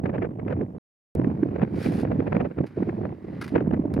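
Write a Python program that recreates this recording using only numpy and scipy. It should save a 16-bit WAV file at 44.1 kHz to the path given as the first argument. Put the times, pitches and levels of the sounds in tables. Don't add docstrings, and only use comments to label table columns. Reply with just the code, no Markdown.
import sys
import numpy as np
from scipy import signal
from scipy.fft import rfft, irfft
from scipy.io import wavfile
from scipy.ndimage import uniform_filter1d

SR = 44100
rng = np.random.default_rng(int(sys.argv[2]) if len(sys.argv) > 2 else 0)


def wav_out(sig):
    wavfile.write(sys.argv[1], SR, np.round(np.clip(np.atleast_2d(sig).T, -1, 1) * 32767).astype(np.int16))


N = 176400
T = np.arange(N) / SR

# (start [s], end [s])
AUDIBLE_SPANS = [(0, .783), (1.152, 4.1)]
# (frequency [Hz], relative level [dB])
RASP_SPECTRUM = [(150, 11.5), (500, 11.5), (1000, 0.5), (1600, 3.5), (2500, -4), (3300, -20.5),
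                 (5000, -34.5), (15000, -82)]
# (frequency [Hz], relative level [dB])
GLUE_SPECTRUM = [(300, -21.5), (900, 4), (2000, 10), (3200, -2), (4800, -2), (6500, -13), (8300, -16.5),
                 (9700, -8.5), (12000, -19), (15500, -22.5)]
RASP_PAN_DB, WIND_LAG_S = 11.5, 0.00033


def amp(db):
    return 10 ** (np.asarray(db) / 20)


def unit(x):
    return x / np.sqrt(np.mean(x ** 2) + 1e-20)


def curve(points):
    return np.interp(T, *np.transpose(points))


def pan(db):
    return amp([[db / 2], [-db / 2]]) / np.cosh(db * np.log(10) / 40)


def colour(x, spectrum, lag_s=0, tilt_db=0):
    hz = np.fft.rfftfreq(N, 1 / SR)
    band_hz, db = np.transpose(spectrum)
    db = db + tilt_db * np.log2(np.maximum(band_hz / 1000, 1))
    low_cut = np.minimum(hz / band_hz[0], 1)
    gain = unit(amp(np.interp(np.log(hz + 1), np.log(band_hz), db)) * low_cut)
    delay = np.exp(-2j * np.pi * hz * np.array([[0], [lag_s]]))
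    return irfft(rfft(x) * gain * delay, N)


def stereo_noise(correlation):
    centre, *sides = rng.standard_normal((3, N))
    return np.sqrt(correlation) * centre + np.sqrt(1 - correlation) * np.array(sides)


def swirl(rate_hz, depth_db):
    hz = np.fft.rfftfreq(N, 1 / SR)
    band = hz / (hz + rate_hz / 10) / (1 + (hz / rate_hz) ** 4)
    wander = unit(irfft(rfft(rng.standard_normal(N)) * band, N))
    return unit(amp(depth_db * 2 * np.tanh(wander / 2)))


def swell(start, width_s, peak_s):
    out = np.zeros(N)
    near = slice(*np.searchsorted(T, [start - .1, start + .1]))
    out[near] = np.exp(-np.minimum(((T[near] - start - peak_s) / width_s) ** 2, 20))
    return out


def air():
    # (frequency [Hz], relative level [dB])
    spectrum = [(300, 6.5), (2300, -6.5), (4000, -19.5), (15000, -24.0)]
    return amp(-68.5) * colour(stereo_noise(0.21), spectrum)


def wind():
    # (time [s], relative level [dB])
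    early_gusts = [(0, -31.5), (.05, -28), (.24, -26.5), (.35, -36.5), (.49, -27), (.63, -25), (.68, -39.5),
                   (.78, -33)]
    late_gusts = [(1.16, -21), (1.39, -28.5), (1.63, -26.5), (1.7, -33), (1.78, -23), (1.835, -35),
                  (1.87, -24), (2.46, -26), (2.49, -37.5), (2.555, -44.5), (2.585, -24), (2.645, -26),
                  (2.675, -46), (2.755, -43.5), (2.78, -25), (2.92, -31.5), (2.98, -26.5), (3.12, -28.5),
                  (3.16, -42), (3.35, -33.5), (3.5, -36), (3.56, -23), (3.63, -28.5), (3.75, -23.5),
                  (3.83, -30.5), (4, -23)]
    # (frequency [Hz], relative level [dB])
    rumble_spectrum = [(20, -38), (40, -20), (80, 7.5), (180, 12), (320, -4.5), (900, -75.5)]
    flutter_spectrum = [(60, -12.5), (290, 3), (650, -13), (1000, -21.5), (2200, -51.5), (6000, -84)]
    usual_gust_db, crackle_growth = -27, 1.4
    gust_db = curve(early_gusts + late_gusts)
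    gust = amp(gust_db)
    eddies = swirl(rate_hz=83, depth_db=6)
    rumble = colour(stereo_noise(0.98) * gust * swirl(rate_hz=25, depth_db=0.5), rumble_spectrum)
    flutter = colour(stereo_noise(0.99) * gust * eddies, flutter_spectrum, WIND_LAG_S)
    surge = amp(crackle_growth * (gust_db - usual_gust_db)) * eddies
    crackle = colour(stereo_noise(0.72) * surge * swirl(rate_hz=230, depth_db=13), RASP_SPECTRUM)
    return amp(-3.5) * (rumble + pan(-6) * flutter) + amp(-53.5) * pan(RASP_PAN_DB) * crackle


def thumps():
    # (time [s], relative peak [dB])
    hits = [(.037, -13), (.613, -21), (1.27, -11.5), (1.428, -10), (1.629, -8.5), (1.858, -14),
            (1.884, -14.5), (2.026, -15), (2.189, -12), (2.362, -11.5), (2.772, -18.5), (2.822, -16),
            (2.874, -17.5), (2.888, -15.5), (3.535, -17), (3.56, -11.5), (3.608, -18.5), (3.673, -12.5),
            (3.731, -10), (3.793, -12), (3.852, -15.5), (3.965, -13.5)]
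    base_hz, hz_per_db = 90.2, 13
    out = np.zeros(N)
    wobble = unit(uniform_filter1d(rng.standard_normal(N), size=90))
    for (start, db), phase in zip(hits, rng.random(len(hits))):
        hz = base_hz - hz_per_db * db
        cycles = np.cumsum(hz * (1 + 0.32 * wobble)) / SR + phase
        out += amp(db) * swell(start, width_s=0.005, peak_s=0.005) * np.sin(2 * np.pi * cycles)
    low_cut = signal.butter(2, 85, "high", fs=SR, output="sos")
    return amp(-0.5) * pan(-4) * signal.sosfiltfilt(low_cut, out)


def splutters():
    # (time [s], relative peak [dB], half-width [s])
    puffs = [(.058, -30.5, 0.0057), (.095, -34.5, 0.0044), (0.149, -37, 0.017), (0.1806, -32.5, 0.0015),
             (0.2227, -31, 0.0054), (0.247, -36.5, .01), (0.3957, -40, 0.0038), (0.4798, -32, 0.0025),
             (0.5074, -36, 0.0079), (0.5257, -30.5, 0.0028), (0.6107, -38, 0.0013), (1.2436, -37, 0.0012),
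             (1.4304, -36, .004), (1.56, -30.5, .002), (1.5942, -37.5, 0.0017), (1.616, -26, 0.0017),
             (1.631, -32, 0.0054), (1.86, -24.5, 0.0013), (2.0494, -30.5, 0.0017), (2.1161, -31, 0.0031),
             (2.2016, -30.5, .003), (2.2722, -33, 0.0068), (2.324, -28, .004), (2.3496, -30, 0.0032),
             (2.3653, -26, 0.0024), (2.4056, -31, 0.0093), (2.453, -35.5, .009), (2.5116, -37, 0.0013),
             (2.585, -31, 0.0023), (2.826, -39.5, 0.0073), (2.8922, -31, 0.003), (3.0521, -31, 0.0013),
             (3.557, -23.5, 0.0069), (3.58, -29.5, 0.0036), (3.604, -30.5, .0015), (3.738, -34.5, 0.0075)]
    # (frequency [Hz], relative level [dB])
    hollow_spectrum = [(150, -21), (470, 3.5), (1200, -21), (4000, -70.5)]
    rise_s, skirt_s = 0.0026, 0.014
    core = sum(amp(db) * swell(start, width, rise_s) for start, db, width in puffs)
    skirt = sum(amp(db) * swell(start, skirt_s, rise_s) for start, db, _ in puffs)
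    envelope = core + amp(-13) * skirt * swirl(rate_hz=410, depth_db=9.5)
    rasp = colour(stereo_noise(0.84) * envelope, RASP_SPECTRUM)
    hollow = colour(stereo_noise(0.92) * envelope, hollow_spectrum, WIND_LAG_S)
    return amp(-2) * pan(RASP_PAN_DB) * rasp + amp(3) * pan(-29.5) * hollow


def glue_threads(spread_db, correlation, snaps_per_s=7200):
    snaps = rng.random(N) < snaps_per_s / SR
    sizes = amp(spread_db * np.minimum(rng.exponential(1, N), 4))
    return unit(snaps * sizes * stereo_noise(correlation))


def ski_reflection(x):
    # (time [s], delay [s])
    delays = [(1.82, .0013), (2, 0.0011), (2.7, .00135), (3.25, .001)]
    return x + 0.22 * np.array([np.interp(T - curve(delays), T, side) for side in x])


def quick_pull():
    # (time [s], level [dB])
    envelope = [(1.69, -78), (1.765, -52), (1.855, -41.5), (1.905, -51), (2.015, -48), (2.05, -66.5)]
    start, end = envelope[0][0], envelope[-1][0]
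    pull = amp(curve(envelope)) * (T > start) * (T < end)
    tear = glue_threads(spread_db=-4.5, correlation=0.73) * pull * swirl(rate_hz=240, depth_db=-1)
    progress = np.clip((T - start) / (end - start), 0, 1)
    crossfade = progress ** 2 / (progress ** 2 + (1 - progress) ** 2)
    darker = colour(tear * (1 - crossfade), GLUE_SPECTRUM)
    brighter = colour(tear * crossfade, GLUE_SPECTRUM, tilt_db=1.5)
    return darker + brighter


def slow_peel():
    # (time [s], level [dB])
    envelope = [(1.15, -65.5), (2.1, -59), (2.55, -65.5), (2.8, -57.5), (3.18, -65.5), (3.38, -54.5),
                (3.7, -70)]
    peel = glue_threads(spread_db=2, correlation=0.92) * amp(curve(envelope))
    return colour(peel * (T > AUDIBLE_SPANS[1][0]), GLUE_SPECTRUM, tilt_db=-5.5)


def flaps():
    # (time [s], length [s], scrape level [dB], knock level [dB])
    slaps = [(2.663, 0.0037, -51.5, -76), (3.411, 0.013, -38, -34), (3.4407, 0.0013, -41, -65),
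             (3.477, 0.0035, -44, -54), (3.937, 0.0054, -49, -63)]
    # (frequency [Hz], relative level [dB])
    ski_modes = [(1480, -16), (1674, 2), (2234, -12)]
    rise_s, ski_t60_s = 0.0028, 0.04

    def envelopes(fall_s):
        return np.array([np.clip((T - start) / rise_s, 0, 1)
                         * np.exp(-np.clip((T - start - length) / fall_s, 0, 20))
                         for start, length, *_ in slaps])

    scrape_gains, knock_gains = amp(np.transpose(slaps)[2:])
    contact = envelopes(fall_s=0.0051)
    sizzle = amp(-12.5) * envelopes(fall_s=0.031)
    t = T[:SR // 10]
    ring = sum(amp(db - 60 * t / ski_t60_s) * np.sin(2 * np.pi * hz * t) for hz, db in ski_modes)
    grains = glue_threads(spread_db=4, correlation=0.96)
    knocks = grains * (knock_gains @ contact)
    ski = signal.oaconvolve(knocks, ring[None] / np.linalg.norm(ring))[:, :N]
    scrape = grains * (scrape_gains @ (contact + sizzle))
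    return colour(scrape, GLUE_SPECTRUM) + ski


def scene():
    weather = air() + wind() + thumps() + splutters()
    return weather + ski_reflection(quick_pull() + slow_peel()) + flaps()


def record(dry):
    gate = sum((T >= start) & (T < end) for start, end in AUDIBLE_SPANS)
    gated = dry * uniform_filter1d(gate.astype(float), size=16)
    gated[:, round(AUDIBLE_SPANS[1][0] * SR)] += amp(-28)
    high_cut = signal.firwin(511, 15800, window=("kaiser", 9), fs=SR)
    return signal.oaconvolve(gated, high_cut[None], "same")


dry = scene()
out = record(dry)
wav_out(out)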